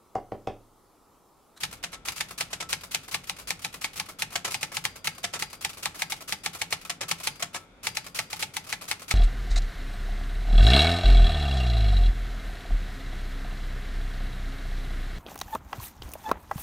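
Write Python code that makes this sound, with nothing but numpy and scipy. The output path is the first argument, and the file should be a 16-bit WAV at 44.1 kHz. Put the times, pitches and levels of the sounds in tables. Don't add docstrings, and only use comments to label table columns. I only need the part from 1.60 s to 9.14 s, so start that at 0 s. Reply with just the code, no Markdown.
import sys
import numpy as np
from scipy import signal
from scipy.fft import rfft, irfft, next_fast_len
from scipy.io import wavfile
from scipy.ndimage import uniform_filter1d

SR = 44100
rng = np.random.default_rng(int(sys.argv[2]) if len(sys.argv) > 2 else 0)


def rack_gain(trim_db):
    fader = np.asarray(trim_db, float)
    return 10 ** (fader / 20)


def wav_record(signal):
    frames = np.transpose(np.atleast_2d(signal))
    bounded = np.clip(frames, -1, 1)
    quanta = np.round(bounded * 32767).astype(np.int16)
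    wavfile.write(sys.argv[1], SR, quanta)


N = 332514
SPAN = 8192
PORT_LAG_S = 6e-5
FIRM_DB = -9.5

# frequency in Hz, share common to both in 0-1.
PORT_LIKENESS = [(40, 0.88), (150, 1), (500, 0.72), (2000, 0.23), (5000, 0.04), (12000, 0)]
# down in seconds, peak in dB, time held in seconds, level coming up in dB,
# bounce after that in seconds.
SPACES = [
    (0.236, -14, 0.092, -23, 0.012),
    (0.9292, -15, 0.072, -17.5, 0.022),
    (2.7545, -9.5, .0915, -13.5, .031),
    (3.6387, -10, 0.096, -15, 0.02),
    (5.2956, -11.5, .1117, -16, 0.02),
    (5.8229, -11.5, 0.12, -17, 0.017),
]
# slug lands in seconds, peak in dB, clatter in dB, key pressed this many
# seconds before, linkage in dB.
KEY_STROKES = [(0.0351, -19, -12, 0.033, -29.5), (0.4846, -17.5, -15, .035, -27),
               (0.6072, -18.5, -12.5, 0.05, -28), (0.808, -18, -10, .032, -26),
               (1.1286, -17.5, -10.5, 0.04, -24), (1.3463, -19, -10.5, 0.038, -28.5),
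               (1.544, -14, -11.5, .033, -26), (1.696, -17, -16, 0.026, -33),
               (1.9053, -16.5, -13, 0.034, -26), (2.0468, -19.5, -13.5, 0.03, -33),
               (2.2436, -14.5, -13, 0.034, -27.5), (2.398, -16, -16.5, 0.042, -26.5),
               (2.6212, -15.5, -14, .035, -27), (2.9434, -15, -14, 0.038, -24),
               (3.0303, -16, -13, 0.022, -28.5), (3.1682, -17, -14.5, 0.027, -28),
               (3.252, -14.5, -12.5, 0.013, -28.5), (3.472, -12.5, -13, 0.03, -24),
               (3.8234, -15.5, -14.5, 0.034, -26.5),
               (4.048, -17.5, -13.5, 0.04, -29), (4.2562, -13.5, -13, 0.031, -25.5),
             (4.4203, -14, -16, 0.031, -27.5), (4.521, -18.5, -14, 0.024, -27),
             (4.7238, -16, -13.5, .048, -25.5), (4.8606, -15.5, -13, 0.026, -29),
             (5.016, -16.5, -13, 0.03, -35), (5.1258, -14.5, -10.5, 0.022, -29),
             (5.513, -15.5, -11.5, 0.032, -25.5), (5.672, -16.5, -11.5, 0.041, -25),
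             (6.2694, -18, -11, 0.04, -28), (6.3699, -16.5, -13, .024, -32),
             (6.5901, -13, -12.5, .045, -22), (6.7294, -22, -17, 0.03, -31), (6.826, -16, -13, 0.035, -25),
             (6.9671, -19.5, -14, 0.032, -32.5), (7.1264, -15.5, -14.5, 0.038, -28.5),
             (7.3127, -14, -12.5, .034, -25.5), (7.5106, -11.5, -10.5, 0.032, -29.5)]
KEYS = KEY_STROKES


def curve(table, hz):
    f, v = np.transpose(table)
    return np.interp(np.log(np.maximum(hz, 1)), np.log(f), v)


def ports(noises, gain):
    size = noises.shape[-1]
    hz = np.arange(size // 2 + 1) * SR / size
    both, left, right = rfft(noises)
    share = np.clip(curve(PORT_LIKENESS, hz), 0, 1)
    common, alone = np.sqrt(share) * both, np.sqrt(1 - share)
    left = common * np.exp(2j * np.pi * hz * PORT_LAG_S) + alone * left
    right = common + alone * right
    g = gain(hz)
    return irfft(np.array([left, right]) * g / np.sqrt(np.mean(g ** 2)), size)


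def add(track, s, sound):
    i = int(s * SR)
    track[..., i:i + sound.shape[-1]] += sound[..., :N - i]


def room_colour(hz):
    # frequency in Hz, level in dB per Hz.
    still_air = [(35, -46), (60, -16), (87, 7), (113, -11), (198, -4.5), (217, -5.5), (268, -3.5),
                 (338, -8.5), (492, -8), (1500, -19.5), (3500, -25.5), (10000, -37), (16000, -52)]
    # centre in Hz, width in Hz, level in dB.
    broad_bands = [(1400, 150, 8), (2300, 300, 7), (3500, 300, 8)]
    hums = sum(db * np.exp(-((hz - centre) / width) ** 2) for centre, width, db in broad_bands)
    return rack_gain(curve(still_air, hz) + hums) * (hz > 55)


def rumble_colour(hz):
    return rack_gain(curve([(12, -32), (30, -6.0), (58, 0.0), (70, -30), (200, -77)], hz))


def background():
    size = next_fast_len(N)
    tone = ports(rng.standard_normal((3, size)), room_colour)[:, :N]
    deep = ports(rng.standard_normal((3, size)), rumble_colour)[:, :N]
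    settle_s = 1.8
    rumble_db = -59.5 + 5.5 * np.exp(-np.arange(N) / SR / settle_s)
    return rack_gain(-56.5) * tone + rack_gain(rumble_db) * deep


def room(dry, t60, wet_db):
    t = np.arange(SPAN * 3) / SR
    dull = [(200, -4), (2000, -4.5), (12000, -9.5)]  # (Hz, dB)
    tail = ports(rng.standard_normal((3, len(t))), lambda hz: rack_gain(curve(dull, hz)))
    tail = tail * np.exp(-np.log(1000) * t / t60) * (t > .006)
    tail = tail / np.sqrt(np.sum(tail ** 2) / 2)
    return dry + rack_gain(wet_db) * signal.fftconvolve(dry.mean(axis=0)[None], tail, axes=1)[:, :N]


def desk(air):
    # frequency in Hz, level in dB.
    desk_colour = [(55, -17), (95, -2), (130, -2), (178, 1.5), (210, -12.5), (330, -18.5), (600, -47)]
    keep = np.exp(-1 / (0.013 * SR))
    shake = signal.lfilter([1 - keep], [1, -keep], np.mean(air ** 2, axis=0))
    shake = signal.lfilter([1 - keep], [1, -keep], shake)
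    noises = rng.standard_normal((3, next_fast_len(N)))
    hum = ports(noises, lambda hz: rack_gain(curve(desk_colour, hz)))[:, :N]
    return rack_gain(-28.0) * np.maximum(shake, 0) ** 0.37 * hum


def spring():
    # time in seconds, ring level in dB.
    spring_blows = [(0.484, -56), (0.808, -65), (1.128, -55), (1.695, -61), (2.244, -66), (2.397, -67),
                    (2.943, -51), (3.029, -57), (3.252, -52), (3.472, -52), (3.824, -51.5), (4.047, -56),
                    (4.42, -52), (4.521, -68), (4.724, -57), (5.672, -50), (6.269, -50), (6.37, -54),
                    (6.59, -54), (6.967, -60), (7.313, -60)]
    hz, t60, right_db = 4754, .9, -14
    s = np.sort([row[0] for row in KEYS + SPACES])
    db = np.full(len(s), -76.0)
    for at, ring_db in spring_blows:
        db[np.argmin(abs(s - at))] = ring_db
    t = np.arange(N) / SR
    last = np.maximum(np.searchsorted(s, t) - 1, 0)
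    after = np.maximum(t - s[last], 0)
    drift = uniform_filter1d(rng.standard_normal(N), 2000) * 30
    level = rack_gain(db[last] + 2.5 - 60 * after / t60) * (1 - np.exp(-after / .004))
    tone = level * np.sin(2 * np.pi * hz * t + drift)
    tone = tone * rack_gain(3 * drift / 1.2)
    return tone * rack_gain(np.array([[0], [right_db]]))


def ring(push, modes, shake_db, rate_hz):
    out, hold = 0, int(SR / rate_hz)
    for hz, db, t60 in modes:
        turn, keep = 2 * np.pi * hz / SR, np.exp(-np.log(1000) / (t60 * SR))
        waver = np.repeat(rng.standard_normal(N // hold + 1), hold)[:N]
        waver = uniform_filter1d(waver, hold)
        mode = signal.lfilter([.5, 0, -.5], [1, -2 * keep * np.cos(turn), keep ** 2], push)
        out = out + rack_gain(db + shake_db * waver) * mode
    return out


def shove(length_s):
    t = np.arange(SPAN // 8) / SR
    push = t / length_s * np.exp(-t / length_s)
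    return (0.93 + rng.standard_normal(len(t))) * push / np.sqrt(length_s * SR)


def chatter(envelope, colour, dull_db, bright_db, grain_db):
    single, cluster = (np.repeat(rng.standard_normal(SPAN // k), k) for k in (32, 128))
    ticks = np.repeat(rng.random(SPAN // 16) < .03, 16)
    sizes = rack_gain(grain_db * single + 1.12 * cluster + 4 * ticks)
    tilt = [(700, dull_db), (2200, 0.02), (7000, bright_db)]
    contacts = rng.standard_normal((3, SPAN)) * sizes / np.sqrt(np.mean(sizes ** 2))
    return envelope * ports(contacts, lambda hz: rack_gain(curve(colour, np.minimum(hz, 14600)) + curve(tilt, hz)))


def clacks(air, frame, table, colour, rise_share, tail_db, frame_db):
    t = np.arange(SPAN) / SR
    for s, db, length, dull_db, bright_db, own_db in table:
        length = max(length, .002)
        rise = 1 - np.exp(-t / (rise_share * length))
        fade = rise * (np.exp(-(t / length) ** 1.44) + rack_gain(tail_db) * np.exp(-t / 0.022))
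        add(air, s, rack_gain(db - 13.0) * chatter(fade, colour, dull_db, bright_db, 2.4))
        add(frame, s, rack_gain(db + own_db + frame_db) * shove(0.0028))


def levers():
    # start in seconds, peak in dB.
    escapement = [(0.11, -39), (0.684, -37), (1.208, -39), (1.43, -41), (1.442, -41), (1.636, -37.5),
                  (1.763, -39), (1.991, -39), (2.126, -37), (2.33, -37.5), (2.456, -39.5), (2.703, -38.5),
                  (3.547, -41), (3.899, -38.5), (4.131, -37), (4.931, -35), (5.2115, -37.5), (5.583, -39),
                  (5.754, -40.5), (6.442, -38), (7.04, -40), (7.394, -36), (1.814, -47), (3.21, -48),
                  (4.562, -37.5), (6.625, -43), (6.656, -55), (6.759, -32.5)]
    # start in seconds, peak in dB, length in seconds.
    bar_falls = [(0.125, -31.5, 0.015), (0.706, -32, .015), (0.902, -36.5, 0.059), (1.234, -30.5, 0.01),
                 (1.479, -33.5, 0.013), (1.784, -32, 0.032), (2.14, -29.5, .01), (2.485, -31.5, 0.027),
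                 (2.72, -31, 0.036), (3.116, -31, 0.032), (3.3563, -33.5, 0.015), (3.578, -36, 0.017),
                 (3.928, -32, 0.015), (4.1696, -33.5, 0.037), (4.3427, -31, 0.075), (4.605, -33, 0.025),
                 (4.9463, -28.5, 0.018), (5.25, -31.5, 0.0042), (5.5996, -31, 0.012), (5.794, -31, 0.04),
                 (6.463, -31, .012), (7.0654, -35.5, 0.022), (7.21, -30.5, 0.044), (7.418, -32.5, .012)]
    # start in seconds, peak in dB, length in seconds.
    lever_slack = [(0.166, -49, .02), (0.228, -34.5, .006), (0.318, -40, 0.0077), (0.474, -27, 0.025),
                   (0.519, -32, 0.0099), (4.091, -32, 0.017), (1.327, -38, 0.012), (2.843, -31, 0.055),
                   (3.6302, -32, .008), (3.728, -39, .01), (5.9293, -36.5, 0.063), (6.245, -29, 0.02),
                   (6.548, -36, .015)]
    rows = [(s - lead, db, 0.99 * lead, -4, -1.5, -18) for s, _, _, lead, db in KEYS]
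    rows += [(s, db, .012, -6.5, -5, -1.5) for s, db in escapement]
    rows += [(*row, 5.4, -1.5, 4.3) for row in bar_falls]
    return rows + [(*row, -3.8, -3.5, 0.5) for row in lever_slack]


def space_bar():
    rows = []
    for s, db, held, up_db, bounce in SPACES:
        rows.append((s, db, 0.01, 3.1, -1.9, 3.1 * (db - FIRM_DB)))
        rows.append((s + held, up_db, .015, 9.5, 0.98, 1.5))
        rows.append((s + held + bounce, up_db - 5.5, 0.012, 13, -1, 4.3))
    return rows


def space_thuds():
    down, up = np.zeros((2, N))
    push = np.exp(-np.arange(400) / SR / 0.0001) / 6
    for s, db, held, up_db, _ in SPACES:
        add(down, s + 0.00199, rack_gain(db + (db - FIRM_DB) + 5.0) * push)
        add(up, s + held + 0.00397, rack_gain(up_db + 8.0) * push)
    return down, up


def strikes(air, frame, roller):
    # frequency in Hz, level in dB per Hz.
    clatter_colour = [(180, -32), (300, -14), (528, -8), (787, -11.5), (1150, -5.5), (2520, 1.5),
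                      (5800, -2.5), (7950, -6), (10400, -8.5), (14000, -17), (16000, -44)]
    t = np.arange(SPAN) / SR
    lead = .005
    after = np.maximum(t - lead, 0)
    landed = t > lead
    short = t[:600]
    thump = short / 0.0017 * np.exp(-short / 0.0015) * np.sin(2 * np.pi * 830 * short) / 20
    swing = landed * np.exp(-((after - .0005) / .0008) ** 2)
    snap = landed * np.exp(-after / .001)
    scrape = rack_gain(-8.5) * np.sqrt(t / lead) * ~landed
    fade = landed * (np.exp(-after / 0.0087) + rack_gain(-23.0) * np.exp(-after / 0.049)) + scrape
    late = after - np.array([[0], [PORT_LAG_S]])
    for s, db, clatter_db, *_ in KEYS:
        hz = 2360 - 25.8 * s
        thump_db = -15 - 0.23 * (s - 4.8) ** 2
        s = s + .0005
        turn, start = 2 * np.pi * hz * late, rng.uniform(0, 2 * np.pi, 2)
        knock = swing * (np.sin(turn + start[0]) + rack_gain(-5) * np.sin(1.9 * turn + start[1]))
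        crack = chatter(snap, clatter_colour, -8, 12, 2.5)
        clatter = chatter(fade, clatter_colour, 0, 0, 1.96)
        blow = rack_gain(db) * (rack_gain(-3) * knock + rack_gain(-7) * crack)
        add(air, s - lead, blow + rack_gain(clatter_db - 12) * clatter)
        add(frame, s, rack_gain(db + 13.0) * shove(0.0019))
        add(roller, s + 0.00208, rack_gain(thump_db) * thump)


def scene():
    # frequency in Hz, level in dB per Hz.
    clack_colour = [(180, -28), (300, -15.5), (713, -8.5), (1780, -2), (2000, 1), (3950, -1), (4300, -3),
                    (4750, -1.5), (7570, -2.5), (12300, -13), (16000, -32)]
    # frequency in Hz, level in dB per Hz.
    linkage_colour = [(180, -28), (300, -9), (1010, -4.5), (1300, 1), (1660, -7), (2520, -1.5),
                      (3700, -4.5), (4090, -3.5), (4520, -2.5), (12100, -5.5), (16000, -20.5)]
    # frequency in Hz, level in dB, decay by 60 dB in seconds.
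    frame_modes = [(698, -15, .06), (1065, -14, .05), (1152, -11, .05), (1310, -10, .08), (1722, -10, .05),
                   (2010, -10, .05), (2200, -8, .06), (2430, -9, .06), (3635, -13, .06), (4000, -14, .06)]
    # frequency in Hz, level in dB, decay by 60 dB in seconds.
    roller_modes = [(790, -21.5, .04), (865, -20.5, .05)]
    # frequency in Hz, level in dB, decay by 60 dB in seconds.
    bottom_modes = [(700, -26, 0.11), (1330, -38, 0.3), (1990, -36, .08)]
    # frequency in Hz, level in dB, decay by 60 dB in seconds.
    top_modes = [(706, -36, 0.1), (1320, -33, 0.35)]
    air, (frame, roller) = np.zeros((2, N)), np.zeros((2, N))
    strikes(air, frame, roller)
    clacks(air, frame, space_bar(), clack_colour, 0.24, -9.5, 6.9)
    clacks(air, frame, levers(), linkage_colour, 0.18, 3.04, 14.0)
    body = rack_gain(-21.0) * ring(frame, frame_modes, 4.04, 120) + ring(roller, roller_modes, 1.0, 72)
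    down, up = space_thuds()
    body = body + ring(down, bottom_modes, 2, 70) + ring(up, top_modes, 3, 70)
    lag = round(PORT_LAG_S * SR)
    machine = air + np.array([body, np.roll(body, lag)]) + spring()
    return room(machine, 0.28, -15.5) + desk(air) + background()


def band_limit(x):
    return signal.sosfilt(signal.butter(12, 16970, fs=SR, output="sos"), x)


def record(dry):
    # frequency in Hz, gain in dB.
    mic_response = [(20, -3.5), (60, -5.5), (110, 1), (15900, 2), (16150, -26), (16700, -38), (17000, -88)]
    # frequency in Hz, left minus right in dB.
    port_difference = [(60, -0.5), (110, 2), (200, 1.5), (380, -0.5), (700, 2), (1290, 1.5), (2380, 1),
                       (4400, -0.5), (8120, 1.0), (15000, 5.5)]
    size = next_fast_len(N)
    hz = np.arange(size // 2 + 1) * SR / size
    half = curve(port_difference, hz) / 2
    gain = rack_gain(curve(mic_response, hz) + np.array([half, -half]))
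    mix = irfft(rfft(dry, size) * gain, size)[:, :N]
    return band_limit(mix)


dry = scene()
out = record(dry)
wav_record(out)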